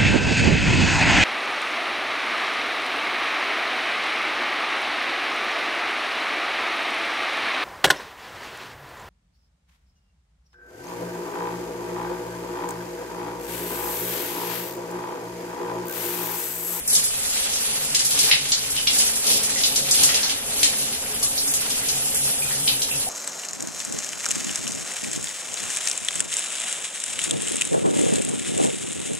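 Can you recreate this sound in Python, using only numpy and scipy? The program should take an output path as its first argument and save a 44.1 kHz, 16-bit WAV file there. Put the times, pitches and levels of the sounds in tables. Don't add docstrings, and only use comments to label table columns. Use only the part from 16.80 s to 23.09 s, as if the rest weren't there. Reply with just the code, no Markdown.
import sys
import numpy as np
from scipy import signal
from scipy.fft import rfft, irfft, next_fast_len
from scipy.io import wavfile
from scipy.ndimage import uniform_filter1d

SR = 44100
rng = np.random.default_rng(int(sys.argv[2]) if len(sys.argv) > 2 else 0)


def undo_db(level):
    steps = np.asarray(level, float) / 20
    return 10 ** steps


def int16_out(signal):
    q = np.round(np.clip(np.atleast_2d(signal).T, -1, 1) * 32767)
    wavfile.write(sys.argv[1], SR, q.astype(np.int16))


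N = 277389

# start_s, stream_db, coarseness_db, weight_db
STREAM = [(0, -6, -6.5, -2), (.3, -1, -3, -4), (.6, 1, 3, 0), (1.0, -0.5, 1.1, 1), (1.3, -0.5, -2, -1.4),
          (1.75, -4, 5.5, -2.5), (1.96, -0.5, 1, -3), (2.4, -0.5, -2, 1), (2.75, 0, 5, 2.5),
          (3.01, 0, 2.5, 3.5), (3.52, -4, 9.5, 0.5), (3.61, -5, -1, 0.5), (3.8, 1.6, 2, 2.5),
          (4.3, -4.5, -1, 1.5), (4.69, 1, -5, -0.2), (5.01, -1, 0.6, 3), (5.3, 0.5, -4, 0.8),
          (6.29, -0.5, -6, 0)]
# crest_s, swell_db, half_length_s, coarseness_db
GUSHES = [(.14, 8.5, 0.044, .1), (1.193, -0.7, 0.064, 0.5), (1.362, 3.5, 0.029, 6.5),
          (1.464, 6, 0.047, 4.5), (2.182, 6.5, 0.061, 2), (2.507, 7, 0.049, 5), (3.214, 8.5, 0.029, 4),
          (3.35, 5.5, 0.06, -3), (5.477, 3, 0.041, 1.5), (5.613, 0.3, .05, -3), (5.714, 0.8, 0.036, 4),
          (5.802, 0.3, .05, 1), (5.888, 4.5, 0.022, 3), (6.166, 1.5, .04, 2)]
# start_s, level_db
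OPENING = [
    (0, -1),
    (.06, -0.5),
    (.074, 0),
    (.09, -2),
    (.2, 2),
]
# pitch_hz, level_db (per Hz)
SPRAY_COLOUR = [(300, -37), (700, -7), (1200, -5), (2100, -3.5), (3000, -3), (5000, -3.5), (8000, -2),
                (11000, 0), (12500, -2.5), (13500, -16), (15200, -12)]
# start_s, level_db, centre_hz, width_octaves
SHEETS = [(0.076, -19, 10800, 1.04), (0.15, -17.5, 6030, 0.74), (0.736, -27, 6540, 0.24),
          (1.146, -17.5, 5240, 1), (1.192, -21, 5700, 0.86), (1.389, -16, 6400, 1.1),
          (1.512, -13, 3230, 0.63), (1.718, -16.5, 4940, 0.55), (1.963, -26.5, 3940, 0.59),
          (2.071, -17, 3760, 0.48), (2.531, -23.5, 4950, 0.38), (2.694, -26.5, 7400, .5),
          (2.834, -18.5, 4100, .5), (2.958, -18.5, 5900, 0.64), (3.11, -15.5, 6680, .65),
          (3.233, -11.5, 8150, 0.88), (3.289, -23.5, 3050, 1.2), (3.343, -20, 4870, .99),
          (3.43, -22, 4800, 0.37), (3.494, -23, 4100, .89), (3.83, -13.5, 5200, 1.05),
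          (4.577, -24.5, 4930, 0.29), (4.676, -25.5, 7000, 0.58), (4.737, -20.5, 7700, 0.87),
          (5.085, -23.5, 5700, 0.51), (5.344, -23, 8650, 0.47), (5.876, -18.5, 3700, 0.44),
          (6.018, -23.5, 4730, 0.63)]
# start_s, level_db, centre_hz, mist_db (over the body of the splash)
SPLASHES = [(0.097, -20.5, 6400, 9.5), (0.128, -17.5, 6700, 9), (0.236, -19.5, 8500, 5),
            (2.853, -21.5, 8000, -8), (1.246, -19, 7200, -1), (1.305, -19.5, 5530, 3.5),
            (1.428, -20.5, 4500, 5), (1.685, -26.5, 6200, 4), (1.9, -26, 9100, -1), (2.13, -23, 9100, -2),
            (2.182, -16.5, 6940, -1), (2.197, -20, 4300, 4), (2.26, -23.5, 6900, 6), (2.355, -25, 6900, 9),
            (2.463, -21.5, 5660, 3), (2.5, -23, 4200, 4), (2.631, -21.5, 8400, -2),
            (2.782, -23.5, 5300, -2), (3.143, -18, 4770, 5), (3.815, -26, 5400, 12),
            (3.982, -25.5, 6300, 7), (4.123, -28, 4050, 2), (4.342, -28, 5000, 18), (4.426, -18, 6340, 5.5),
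            (4.9, -26.5, 5330, -8), (5.248, -27, 6700, 18), (5.431, -25, 8540, 6), (5.721, -26.5, 5800, 13),
            (6.164, -32, 5650, 10)]
# start_s, level_db
PUFFS = [
    (0.428, -32),
    (.881, -31.5),
    (3.657, -31),
    (4.246, -44),
    (4.293, -33),
    (5.04, -31),
    (5.17, -28),
    (5.38, -30),
    (6.22, -37),
]
# start_s, level_db, pitch_hz, t60_s
PLOPS = [(1.44, -33, 418, 0.088), (2.505, -33, 444, 0.074), (1.975, -22.5, 2990, 0.023),
         (2.76, -28.5, 2000, 0.018), (4.426, -36, 1127, 0.049), (5.01, -36, 1980, .04),
         (5.13, -33, 2450, .03), (5.622, -26.5, 2410, 0.03), (5.709, -30.5, 1800, 0.0066),
         (6.113, -25.5, 2650, 0.021), (6.268, -29, 720, 0.084)]
# pitch_hz, width_hz, level_db
ROOM_MODES = [(24.8, 6.1, -1), (73.7, 10.5, -3), (142.7, 4.1, 3.5), (218.6, 5.9, 0), (235.5, 8, -3),
              (280, 3.7, 0.5), (383.4, 37, -11.5), (427, 20.7, -2), (455, 44, -7), (545.7, 24.3, -2.5),
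              (645, 55, -8), (823, 170, -8)]
# start_s, level_db, half_length_s
BOOMS = [(0.143, -51, 0.086), (1.146, -46.5, 0.23), (1.6, -52, 0.14), (2.03, -47, 0.13), (2.68, -50, 0.21),
         (3.024, -46, .1), (3.233, -42, .07), (3.8, -50.5, 0.34), (4.487, -48, 0.066), (4.808, -53, 0.18),
         (5.183, -43.5, 0.24), (5.476, -42, 0.03), (5.713, -36.5, 0.1), (5.954, -40, .05),
         (6.165, -42, 0.046)]
# pitch_hz, t60_s
TILE_ECHO = [(500, 0.12), (1500, 0.36), (3500, 0.24), (9000, 0.26), (13000, 0.2)]
# pitch_hz, side_over_mid_db
SIDE_OVER_MID = [(60, -22), (110, -19.5), (200, -11.5), (380, -12), (690, -6.5), (1280, -3), (2350, 1),
                 (4340, 4), (8000, 5), (14700, 7)]

PATTER_DB, FIZZ_DB, DRUM_DB = -36, -31.5, -42
GUSH_FALL = 1.7
DRUM_GUSH = 0.71
BOOM_REST_DB = -55
SHEET_LANDING_S, SHEET_RISE_S, SHEET_MIST_DB = 0.0036, 0.0022, -16
MIST_DB_PER_OCTAVE = 6.5
SLOWER_PER_DB = 0.01
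SPLASH_LANDING_S, SPLASH_RISE_S, SPLASH_OCTAVES = 0.008, 0.0028, 0.88
PUFF_HZ, PUFF_OCTAVES, PUFF_MIST_DB = 8000, 0.7, 5.5


def evened(x):
    return x / np.sqrt(np.mean(x ** 2) + 1e-20)


def read(points, hz):
    f, value = np.transpose(points)
    return np.interp(np.log(hz + 1), np.log(f + 1), value)


def add(mix, start_s, sound):
    part = mix[round(start_s * SR):][:len(sound)]
    part += sound[:len(part)]


def hump(t, crest_s, half_s, fall):
    stretch = np.where(t > crest_s, fall, 1)
    return np.exp(-((t - crest_s) / (half_s * stretch)) ** 2)


def shares(hz):
    return np.array([1 + 0 * hz, undo_db(read(SIDE_OVER_MID, hz))])


def noise(gain, size):
    a, b = rng.standard_normal((gain.shape[2], gain.shape[1], 2, 2)).T
    return signal.istft((a + 1j * b) * gain, nperseg=size, noverlap=size * 3 // 4)[1][:, :N]


def flow(t, layer):
    start_s, *controls = np.transpose(STREAM)
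    stream_db, coarse_db, weight_db = (np.interp(t, start_s, c) for c in controls)
    gush_db = 0
    for crest_s, swell_db, half_s, rough_db in GUSHES:
        swell = hump(t, crest_s, half_s, GUSH_FALL)
        gush_db = gush_db + swell_db * swell
        coarse_db = coarse_db + rough_db * swell
    levels = {
        "patter": PATTER_DB + stream_db + gush_db + coarse_db,
        "fizz": FIZZ_DB + stream_db + gush_db,
        "drum": DRUM_DB + weight_db + DRUM_GUSH * gush_db,
    }
    return levels[layer] + np.interp(t, *np.transpose(OPENING))


def spray_db(hz, t):
    upper = np.clip(np.log2(hz / 4000 + 1e-9), 0, 1)[:, None]
    follow = np.clip(np.log2(hz / 700 + 1e-9) / 3.1, 0.35, 1)[:, None]
    patter = flow(t, "patter") + 36
    fizz = flow(t, "fizz") + 32
    return read(SPRAY_COLOUR, hz)[:, None] + follow * ((1 - upper) * patter + upper * fizz)


def spray():
    hz, t = np.fft.rfftfreq(256, 1 / SR), np.arange(N // 64 + 5) * 64 / SR
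    patches, flicker = rng.standard_normal((len(t), len(hz), 2)).T
    patches = evened(uniform_filter1d(uniform_filter1d(patches, 6, axis=0), 40, axis=1))
    flicker = evened(uniform_filter1d(uniform_filter1d(flicker, 40, axis=0), 10, axis=1))
    field = undo_db(spray_db(hz, t) + 1.5 * patches + 1.4 * flicker)
    return undo_db(-47) * noise(shares(hz)[:, :, None] * field, size=256)


def slap(level_db, centre_hz, octaves, landing_s, rise_s, mist_db):
    draw = rng.standard_normal(4096)
    t, hz = np.arange(len(draw)) / SR, np.fft.rfftfreq(len(draw), 1 / SR)
    away = np.log2((hz + 1) / centre_hz) / (octaves + 0.15)
    body = np.exp(-abs(away) ** 2.4)
    mist = undo_db(mist_db) * np.exp(-abs(np.log2((hz + 1) / 10500) / 0.28) ** 1.22)
    band = np.hypot(body, mist) + undo_db(-23.5)
    shape = (1 - np.exp(-t / rise_s)) * np.exp(-(t / (1.28 * landing_s)) ** 1.7)
    lumpy = rfft(draw * shape)
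    even = lumpy / (uniform_filter1d(abs(lumpy) ** 2, size=9) + 1e-9) ** 0.29
    burst = irfft(even * band) * shape ** 0.2
    return undo_db(level_db + 33) * burst / np.linalg.norm(burst)


def sheets():
    out = np.zeros(N)
    for start_s, level_db, hz, octaves in SHEETS:
        mist_db = SHEET_MIST_DB + MIST_DB_PER_OCTAVE * np.log2(hz / 5500)
        slower = np.exp(SLOWER_PER_DB * (level_db + 9))
        landing_s, rise_s = SHEET_LANDING_S * slower, SHEET_RISE_S * slower
        add(out, start_s, slap(level_db, hz, octaves, landing_s, rise_s, mist_db))
    return out


def splashes():
    out = np.zeros(N)
    for start_s, level_db, hz, mist_db in SPLASHES:
        add(out, start_s, slap(level_db, hz, SPLASH_OCTAVES, SPLASH_LANDING_S, SPLASH_RISE_S, mist_db))
    return out


def puffs():
    out = np.zeros(N)
    for start_s, level_db in PUFFS:
        puff = slap(level_db, PUFF_HZ, PUFF_OCTAVES, SPLASH_LANDING_S, SPLASH_RISE_S, PUFF_MIST_DB)
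        add(out, start_s, puff)
    return out


def plop(level_db, hz, t60_s):
    t = np.arange(round(0.15 * SR)) / SR
    fade = undo_db(-60 * t / t60_s) * (1 - np.exp(-t / 0.00015))
    ring = fade * np.sin(2 * np.pi * hz * t * (1 + 2.8 * t))
    return undo_db(level_db + 26) * ring / np.linalg.norm(ring)


def plops():
    out = np.zeros(N)
    for start_s, *bubble in PLOPS:
        add(out, start_s, plop(*bubble))
    return out


def droplets():
    hits = rng.random(N) < 500 / SR
    size = undo_db(2.1 * np.minimum(rng.exponential(1, N), 4)) * hits
    kind, out = rng.integers(0, 24, N), np.zeros(N)
    t = np.arange(300) / SR
    for k, hz in enumerate(np.geomspace(2600, 12000, 24)):
        grain = np.sin(2 * np.pi * hz * t) * (hz * t) * np.exp(-hz * t / 1.3)
        out += undo_db(1.3 * np.log2(hz / 5000)) * signal.oaconvolve(size * (kind == k), grain)[:N]
    return evened(out) * undo_db(flow(np.arange(N) / SR, "fizz") - 7)


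def drumming():
    hz, t = np.fft.rfftfreq(4096, 1 / SR), np.arange(N // 1024 + 5) * 1024 / SR
    modes = 0
    for k, (f, width_hz, db) in enumerate(ROOM_MODES):
        modes = modes + (-1) ** k * undo_db(db) / (1 + 2j * (hz - f) / width_hz)
    swells = rng.standard_normal((len(t), len(hz))).T
    swells = evened(uniform_filter1d(uniform_filter1d(swells, 8, axis=0), 6, axis=1))
    colour = (abs(modes) + undo_db(-21.5)) / (1 + (hz / 900) ** 4)
    low = noise(shares(hz)[:, :, None] * colour[:, None] * undo_db(0.64 * swells), size=4096)
    low = low / np.std(low[0])
    house = signal.sosfiltfilt(signal.butter(2, 105, fs=SR, output="sos"), low)
    boom = signal.sosfiltfilt(signal.butter(2, [122, 160], "bandpass", fs=SR, output="sos"), low)
    t = np.arange(N) / SR
    swing = undo_db(BOOM_REST_DB + 9)
    for crest_s, db, half_s in BOOMS:
        swing = swing + undo_db(db + 6.5) * hump(t, crest_s, half_s, 1.36)
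    tray = (low - house - boom) * undo_db(flow(t, "drum") - 0.76)
    return tray + boom * swing + house * undo_db(-41.5)


def tile_tails():
    length = SR // 2
    taps = np.zeros((6, length))
    at = np.arange(20, length - 20, 20) + rng.integers(0, 20, (6, (length - 21) // 20))
    np.put_along_axis(taps, at, rng.choice([-1., 1.], at.shape), 1)
    hz, t, z = signal.stft(taps, SR, nperseg=128)
    fade = undo_db(-60 * t / read(TILE_ECHO, hz)[:, None])
    tails = signal.istft(z * fade, SR, nperseg=128)[1]
    onset_s = np.array([0.006] * 3 + [0.0008] * 3)[:, None]
    tails = tails * (1 - np.exp(-(np.arange(tails.shape[1]) / SR / onset_s) ** 2))
    return tails / np.linalg.norm(tails, axis=1)[:, None]


def bathroom(x, wet_db, side_direct_db):
    turn = 2 * np.pi * (2.3 * np.arange(N) / SR + np.arange(3)[:, None] / 3)
    fed = x * np.sqrt(2 / 3) * np.cos(turn)
    wet = signal.oaconvolve(np.tile(fed, (2, 1)), tile_tails(), axes=1)[:, :N]
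    wet = wet.reshape(2, 3, N).sum(1)
    both = x * undo_db([[0], [side_direct_db]]) + undo_db([[wet_db - 1.5], [wet_db]]) * wet
    size = next_fast_len(N)
    split = shares(np.fft.rfftfreq(size, 1 / SR))
    split = split / np.linalg.norm(split, axis=0)
    return irfft(rfft(both, size) * split, size)[:, :N]


def thin_out(x, edge_hz, spread_hz, weak_db):
    lead = 1024 - 280
    hz, t, z = signal.stft(np.pad(x, (lead, 0)), SR, "cosine", nperseg=2048)
    bands = z[:1024].reshape(128, 8, -1)
    centre_hz = hz[:1024].reshape(128, 8).mean(1)[:, None]
    power = (abs(bands) ** 2).mean(1)
    treble = power[(centre_hz[:, 0] > 2500) & (centre_hz[:, 0] < 12000)].mean(0)
    touchy_db = 3.3 * np.exp(-((centre_hz - 4400) / 1200) ** 2)
    touchy_db = touchy_db + 1.3 * rng.standard_normal(power.T.shape).T
    weak = power < treble * undo_db(2 * (weak_db + touchy_db))
    weak = weak & (centre_hz > 2600) & (centre_hz < 11800)
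    wander = evened(uniform_filter1d(rng.standard_normal(len(t)), size=2))
    wander = wander + 0.8 * evened(np.gradient(np.log(treble + 1e-12)))
    edge = np.round((edge_hz + spread_hz * wander) / 345) * 345
    islands = uniform_filter1d(rng.standard_normal(power.shape), size=3, axis=0)
    islands = evened(uniform_filter1d(islands, size=2, axis=1))
    spared = (islands > 1.1 + (centre_hz - edge_hz) / 2500) & (centre_hz < 15300)
    keep = ((centre_hz < edge) | spared) & ~weak
    mask = np.vstack([np.repeat(keep, 8, axis=0), keep[-1:]])
    return signal.istft(z * mask, SR, "cosine", nperseg=2048)[1][lead:lead + N]


def scene():
    impacts = sheets() + splashes() + puffs() + plops() + droplets()
    tiled = undo_db(-3) * bathroom(impacts, wet_db=2.5, side_direct_db=-27)
    mid, side = spray() + tiled + drumming()
    return np.array([mid + side, mid - side])


def low_pass(x):
    return signal.sosfilt(signal.butter(12, 15800, fs=SR, output="sos"), x)


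def record(dry):
    left, right = 1.284 * np.tanh(dry / 1.323)
    mid = thin_out((left + right) / 2, edge_hz=12100, spread_hz=330, weak_db=-8.2)
    side = thin_out((left - right) / 2, edge_hz=14800, spread_hz=400, weak_db=-17)
    return low_pass(np.array([mid + side, mid - side]))


dry = scene()
out = record(dry)
int16_out(out)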